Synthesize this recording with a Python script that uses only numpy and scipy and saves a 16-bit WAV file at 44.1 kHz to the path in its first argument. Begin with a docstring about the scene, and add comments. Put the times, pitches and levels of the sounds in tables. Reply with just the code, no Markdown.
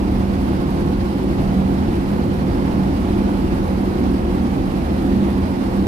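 """A ship's diesel drones across a harbour, heard from the deck of a vessel under way beside a tug and a tanker.
The rumble surges and booms as coloured noise, an undertone swells, and exhaust noise rings in its duct.
A sine hum and weaker partials waver on one engine speed; firing strokes pulse the exhaust, roar, hiss and wash.
Housings colour the roar, air hisses, churned water fizzes faintly, and dull knocks come near the middle.
All of it stands to the right of two microphone ports, which colour the sound differently."""
import sys
import numpy as np
from scipy import signal
from scipy.fft import rfft, irfft, next_fast_len
from scipy.io import wavfile
from scipy.ndimage import uniform_filter1d, map_coordinates

SR = 44100
rng = np.random.default_rng(int(sys.argv[2]) if len(sys.argv) > 2 else 0)


def dump(signal):
    """Clip the signal to [-1, 1] and save it as 16-bit WAV at the path in sys.argv[1]."""
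    limited = np.clip(np.atleast_2d(signal).T, -1, 1)
    pcm = np.round(limited * 32767).astype(np.int16)
    wavfile.write(sys.argv[1], SR, pcm)


N = 258867

# Deep noise of engines and propellers. Each row: frequency in Hz, relative density in dB per Hz.
RUMBLE_SPECTRUM = [(6, -26), (18, -18), (28, -9), (44, -3), (58, 1.5), (66, -4), (77, -2), (97, -6.5),
                   (116, -4.5), (130, -11.5), (200, -30), (600, -100)]
# Surges of the rumble. Each row: time in seconds, level around the mean in dB.
RUMBLE_SURGE = [(0.0, 0), (0.17, 4.5), (0.27, -1), (0.4, 2.5), (0.68, -2.5), (1.0, 3), (1.2, -3), (1.43, 3),
                (1.8, -1), (1.92, 4), (2.11, -2.5), (2.25, -0.5), (2.4, -2), (2.52, 5), (2.66, -0.5),
                (3.2, 2.3), (3.32, -1.5), (3.42, 2.7), (3.9, -1.2), (4.08, 2.5), (4.3, 2), (4.45, -3),
                (4.58, 0.5), (4.72, -2), (4.88, 1), (5.02, -2), (5.13, 2), (5.3, -2), (5.43, 3), (5.55, -5),
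                (5.66, 1), (5.87, 0)]
# Swells of the undertone. Each row: time in seconds, level around the mean in dB.
UNDERTONE_SWELL = [(0, -3), (0.35, -1), (0.82, 5.5), (1.12, -5), (1.43, 7), (1.68, 0.5), (2.4, 3.5),
                   (2.62, 1), (2.82, 6.5), (3.1, -10), (3.52, 2.5), (3.85, -3), (4.1, -1), (4.36, -5),
                   (4.55, 2), (5.0, 1), (5.58, -4), (5.87, -0.5)]
# Resonances of the exhaust duct. Each row: centre in Hz, width in Hz, relative level in dB.
DUCT_MODES = [(183.8, 19, 0), (211.3, 26, -1), (234.3, 40, 1.2), (268.3, 25.5, 0.5), (297.8, 63, -1.2),
              (346, 48, -2), (381, 36, -7), (424, 30, -19.5)]
# Swells of the exhaust. Each row: time in seconds, level around the mean in dB.
EXHAUST_SWELL = [(0.0, 0), (0.21, -1.1), (0.58, 0), (0.72, -1.8), (0.85, 1.5), (1.0, -2.5), (1.2, 1.2),
                 (1.36, -1), (1.69, -0.6), (1.8, 1), (1.93, 1.5), (2.05, -2.5), (2.15, -0.5), (2.75, 0.3),
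                 (3.28, 1.1), (3.74, -2.5), (4.03, 2.1), (4.24, -0.6), (4.37, 1.5), (4.75, -2), (5.13, 2),
                 (5.43, -1.7), (5.87, 1)]
# Pitch of the hum, which carries the engine speed. Each row: time in seconds, pitch in Hz.
HUM_PITCH = [(0.0, 193.6), (1.87, 194.0), (2.16, 198), (2.27, 193.6), (2.92, 193.2), (3.16, 197.8),
             (3.61, 192.9), (3.94, 195.4), (4.06, 190.3), (4.47, 196.8), (4.56, 193), (5.21, 194.8),
             (5.87, 192.9)]
# Swells of the hum. Each row: time in seconds, level around the mean in dB.
HUM_SWELL = [(0.0, 0), (0.29, 1.5), (0.41, -3), (0.48, 0), (0.7, -1), (1.1, 1.5), (1.28, -0.5), (1.6, 5.5),
             (1.95, -1.5), (2.1, 2), (2.24, -2.5), (2.39, 3), (2.53, -3.5), (2.76, 4), (3.08, 0),
             (3.29, 3.5), (3.41, -3), (3.52, 2.5), (3.68, -3.5), (3.86, 3.5), (4.02, -5), (4.16, 4.5),
             (4.25, -10), (4.35, 1.5), (4.87, -3.5), (5.16, 5.5), (5.3, 0), (5.4, 2.5), (5.63, -5.5),
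             (5.81, 7.5), (5.87, -14)]
# Weaker engine tones. Each row: frequency at mean speed in Hz, relative level in dB, waver in Hz.
ENGINE_PARTIALS = [(74.55, -31, 6.03), (231.4, -36, 3.85), (267.2, -30.5, 4.06), (346.6, -34.5, 4.03),
                   (506.5, -48.5, 12.04), (734, -50.5, 13), (843, -48, 13.7), (929, -51, 10),
                   (1060, -55, 7.5), (1117, -57, 8)]
# Broad machinery noise. Each row: frequency in Hz, relative density in dB per Hz.
ROAR_SPECTRUM = [(100, -54), (300, -10.5), (430, -2.5), (510, -1.5), (620, -6.5), (730, -6.5), (785, -5.5),
                 (850, -4), (1000, -9), (1250, -13.5), (1700, -20), (3000, -34.5), (8000, -100)]
# Resonances of the steel housings in the roar. Each row: centre in Hz, width in Hz, level over the roar in dB.
HOUSING_MODES = [(508, 99, -1.5), (550, 20, -5), (715, 147, 1), (837, 50, -7), (1090, 70, 0.5)]
# Swells of the roar. 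Each row: time in seconds, level around the mean in dB.
ROAR_SWELL = [(0.0, -0.13), (0.68, -0.27), (0.88, -0.19), (1.24, -0.78), (1.5, 0.66), (2.01, -0.16),
              (2.8, 0.87), (3.0, -0.33), (3.18, 0.39), (4.38, -0.089), (4.66, 0.71), (4.84, -0.6),
              (5.87, 0.46)]
# Hiss of the air. Each row: frequency in Hz, relative density in dB per Hz.
HISS_SPECTRUM = [(500, -27), (1200, -0.5), (1700, -1.7), (2200, -3.6), (2900, -5.5), (3400, -8), (4400, -9),
                 (5100, -11), (5600, -15.0), (6500, -17), (7500, -22.5), (10000, -44)]
# Swells of the hiss. Each row: time in seconds, level around the mean in dB.
HISS_SWELL = [(0.0, -0.2), (0.6, 0.4), (0.88, -0.4), (1.22, 0.41), (1.7, -0.2), (1.89, 0.5), (2.1, -0.1),
              (3.15, 0.6), (3.74, -0.25), (4.45, -0.25), (5.05, 0.13), (5.5, -0.2), (5.87, 0.2)]
# Fizz of the churned water. Each row: frequency in Hz, relative density in dB per Hz.
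FIZZ_SPECTRUM = [(4000, -32), (6500, -13), (7500, 1), (8500, 3.5), (9500, 3.5), (11000, 4.5), (12500, 2),
                 (13700, -0.5), (14700, -4), (15600, -16.2)]
# Dull knocks in the drone. Each row: start in seconds, starting level in dB.
KNOCK_EVENTS = [(2.738, -7), (2.908, -6), (3.107, -6)]
# Likeness of the noise at the two ports. Each row: frequency in Hz, coherence from 0 to 1.
PORT_COHERENCE = [(90, 1), (145, 0.75), (220, 0.91), (350, 1), (450, 0.076), (700, 0.62), (1800, 0.5),
                  (2400, 0.11), (12000, 0.099)]
# Left microphone port against the right. Each row: frequency in Hz, level ratio in dB.
PORT_BALANCE = [(100, -0.5), (180, -3.5), (270, -2.5), (355, 3), (490, -4), (590, -2), (820, -6),
                (1000, -3.5), (3400, -4.5), (4800, -8.5), (6600, -3.5), (8000, -13), (10500, -1.5),
                (14000, -5.5)]

HUM_ORDER = 5  # cycles of the hum per firing stroke
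EXHAUST_THROB = 0.18  # depth to which the firing strokes beat in the exhaust
TOP_HZ = 15750  # band limit of the microphones


def amp(db):
    """Decibels to gain."""
    return 10 ** (np.asarray(db) / 20)


def unit(x):
    """Scale to rms 1."""
    return x / np.sqrt(np.mean(x ** 2) + 1e-20)


def along(points, hz):
    """Read (Hz, value) points on a log frequency axis."""
    point_hz, values = np.transpose(points)
    return np.interp(np.log(hz + 1), np.log(point_hz + 1), values)


def curve(rows):
    """Join (seconds, value) points into one value per sample."""
    seconds, values = np.transpose(rows)
    return np.interp(np.arange(N) / SR, seconds, values)


def wobble(rate):
    """A smooth random curve with the given number of knots a second."""
    knots = rng.standard_normal(int(N * rate / SR) + 4)
    return map_coordinates(knots, [np.arange(N) * rate / SR])


def filtered(x, response):
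    """Shape x by a response, real or complex, given as a function of frequency in Hz."""
    size = next_fast_len(N + SR // 2)
    spectrum = rfft(x, size) * response(np.fft.rfftfreq(size, 1 / SR))
    return irfft(spectrum, size)[..., :N]


def resonances(modes, hz):
    """Gain of steep-sided resonances whose powers add."""
    power = 0
    for centre, width, db in modes:
        power = power + (amp(db) / (1 + (2 * (hz - centre) / width) ** 2)) ** 2
    return np.sqrt(power)


def rush(gain):
    """Coloured stereo noise of rms 1; its mid and side parts set how alike the ports hear it."""
    def mid_and_side(hz):
        angle = np.arccos(np.clip(along(PORT_COHERENCE, hz), -1, 1)) / 2
        return gain(hz) * np.array([np.cos(angle), np.sin(angle)])
    mid, side = filtered(rng.standard_normal((2, N)), mid_and_side)
    return unit(np.array([mid + side, mid - side]))


def steady(x, seconds):
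    """Even out the noise's own power over about the given time, so that the level curves set its swells."""
    size = max(int(seconds * SR), 2)
    power = uniform_filter1d(uniform_filter1d(np.mean(x ** 2, 0), size), size)
    return x / np.sqrt(np.abs(power) + 1e-9)


def patchy(x, depth_db, width_hz, seconds):
    """Let neighbouring bands swell and fade apart from each other."""
    hz, t, bands = signal.stft(x, SR, nperseg=1024)
    grid = np.meshgrid(hz / width_hz, t / seconds, indexing="ij")
    field = map_coordinates(rng.standard_normal((200, 200)), grid, mode="mirror")
    return unit(signal.istft(bands * amp(depth_db * field), nperseg=1024)[1][:, :N])


def firing(throb, flutter_db):
    """Gain that each firing stroke lifts; the hum is a multiple of their rate, and their strength varies."""
    rate_hz = curve(HUM_PITCH) / HUM_ORDER
    beat = 1 + throb * np.cos(2 * np.pi * np.cumsum(rate_hz) / SR)
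    return beat * amp(flutter_db * wobble(rate_hz.mean()))


def rumble(level_db=-25.0, boom_hz=68, boom_width_hz=22, boom_db=-8.5):
    """The deep rumble of engines and propellers surges; a low resonance booms more on each surge."""
    surge_db = curve(RUMBLE_SURGE)
    noise = rush(lambda hz: amp(along(RUMBLE_SPECTRUM, hz)))
    boom = rush(lambda hz: resonances([(boom_hz, boom_width_hz, 0)], hz))
    mix = noise + amp(boom_db + surge_db) * boom
    return amp(level_db + surge_db) * steady(mix, seconds=0.069)


def undertone(centre_hz=148, width_hz=30, level_db=-30.0):
    """Noise rings a hollow resonance below the hum, swelling and fading."""
    ring = rush(lambda hz: resonances([(centre_hz, width_hz, 0)], hz))
    return amp(level_db + curve(UNDERTONE_SWELL)) * steady(ring, seconds=0.089)


def exhaust(swell_db, level_db=-22.0, wander=0.005):
    """Turbulent gas rings the resonances of the duct, which wander a little in pitch."""
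    noise = rush(lambda hz: resonances(DUCT_MODES, hz))
    # An uneven reading speed moves all the resonances together.
    clock = np.arange(N) + np.cumsum(wander * wobble(5))
    ring = np.array([map_coordinates(port, [clock], mode="mirror") for port in noise])
    return amp(level_db + swell_db) * steady(ring, seconds=0.11)


def hum(level_db=-24.5, waver_hz=1.8, flutter_db=1.4):
    """The engine's one strong tone swells and fades unevenly, wavers in pitch and flutters in level."""
    pitch_hz = curve(HUM_PITCH) + waver_hz * wobble(20)
    tone = np.sin(2 * np.pi * np.cumsum(pitch_hz) / SR)
    return amp(level_db + curve(HUM_SWELL)) * unit(tone * amp(flutter_db * wobble(18)))


def partials(swell_db, level_db=-1.0, flutter_db=1.25):
    """Weaker tones follow the hum's speed and half the exhaust's dB swell, each wavering in its own way."""
    pitch_hz = curve(HUM_PITCH)
    speed = pitch_hz / pitch_hz.mean()
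    total = np.zeros(N)
    for hz, db, waver_hz in ENGINE_PARTIALS:
        tone = np.sin(2 * np.pi * np.cumsum(hz * speed + waver_hz * wobble(26)) / SR)
        fluttering = unit(tone * amp(flutter_db * wobble(14)))
        total += amp(level_db + db + swell_db / 2) * fluttering
    return total


def machinery(level_db=-29.0, patchy_db=0.84):
    """Machinery roar, coloured by its steel housings; its bands drift in level on the way over the water."""
    roar = rush(lambda hz: amp(along(ROAR_SPECTRUM, hz)) * np.hypot(1, resonances(HOUSING_MODES, hz)))
    drifting = patchy(roar, patchy_db, width_hz=90.1, seconds=0.253)
    return amp(level_db + curve(ROAR_SWELL)) * drifting


def air(level_db=-39.5, flutter_db=0.54, patchy_db=0.7):
    """The hiss of air through the intakes and the funnel, in gentle swells and patches with a quick flutter."""
    flutter = unit(filtered(wobble(60), lambda hz: hz > 8))
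    noise = rush(lambda hz: amp(along(HISS_SPECTRUM, hz)))
    hiss = patchy(noise, patchy_db, width_hz=449, seconds=0.07)
    return amp(level_db + curve(HISS_SWELL) + flutter_db * flutter) * hiss


def wash(level_db=-52.0, bursts_per_s=2000, grain=0.55, lapping_db=0.8):
    """Foam in the propeller wash: countless tiny bursts on a soft hiss."""
    def colour(hz):
        return amp(along(FIZZ_SPECTRUM, hz))
    bursts = rng.standard_normal((2, N)) * (rng.random((2, N)) < bursts_per_s / SR)
    foam = unit(rush(colour) + grain * unit(filtered(bursts, colour)))
    return amp(level_db + lapping_db * wobble(55)) * foam


def knocks(ring_hz=285, t60_s=0.018):
    """A few short, dull knocks, half buried in the drone: sines that die away by 60 dB in t60_s."""
    out = np.zeros(N)
    t = np.arange(SR // 10) / SR
    knock = np.sin(2 * np.pi * ring_hz * t) * np.exp(-np.log(1000) * t / t60_s)
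    for start_s, db in KNOCK_EVENTS:
        start = round(start_s * SR)
        out[start:start + len(t)] += amp(db) * knock
    return out


def from_right(x, ms):
    """A source to the right reaches the left port later; half the gap is put on each port."""
    sign = np.array([[-1], [1]])  # left later, right earlier
    return filtered(x, lambda hz: np.exp(1j * np.pi * hz * ms / 1000 * sign))


def scene():
    """The drone and the rushing sounds all stand to the right of the ports."""
    swell_db = curve(EXHAUST_SWELL)
    drone = rumble() + undertone()
    drone += firing(throb=EXHAUST_THROB, flutter_db=0.46) * exhaust(swell_db)
    drone += hum() + partials(swell_db) + knocks()
    rushing = firing(throb=0.022, flutter_db=0.5) * (machinery() + air() + wash())
    return from_right(drone, ms=0.31) + from_right(rushing, ms=0.35)


def record(dry):
    """Each port has its own colour at a shared total power, and nothing passes above the band limit."""
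    def ports(hz):
        ratio = amp(along(PORT_BALANCE, hz))
        even_power = np.sqrt(2 / (1 + ratio ** 2))
        return np.array([ratio, np.ones_like(ratio)]) * even_power * (hz < TOP_HZ)
    return filtered(dry, ports)


dry = scene()
out = record(dry)
dump(out)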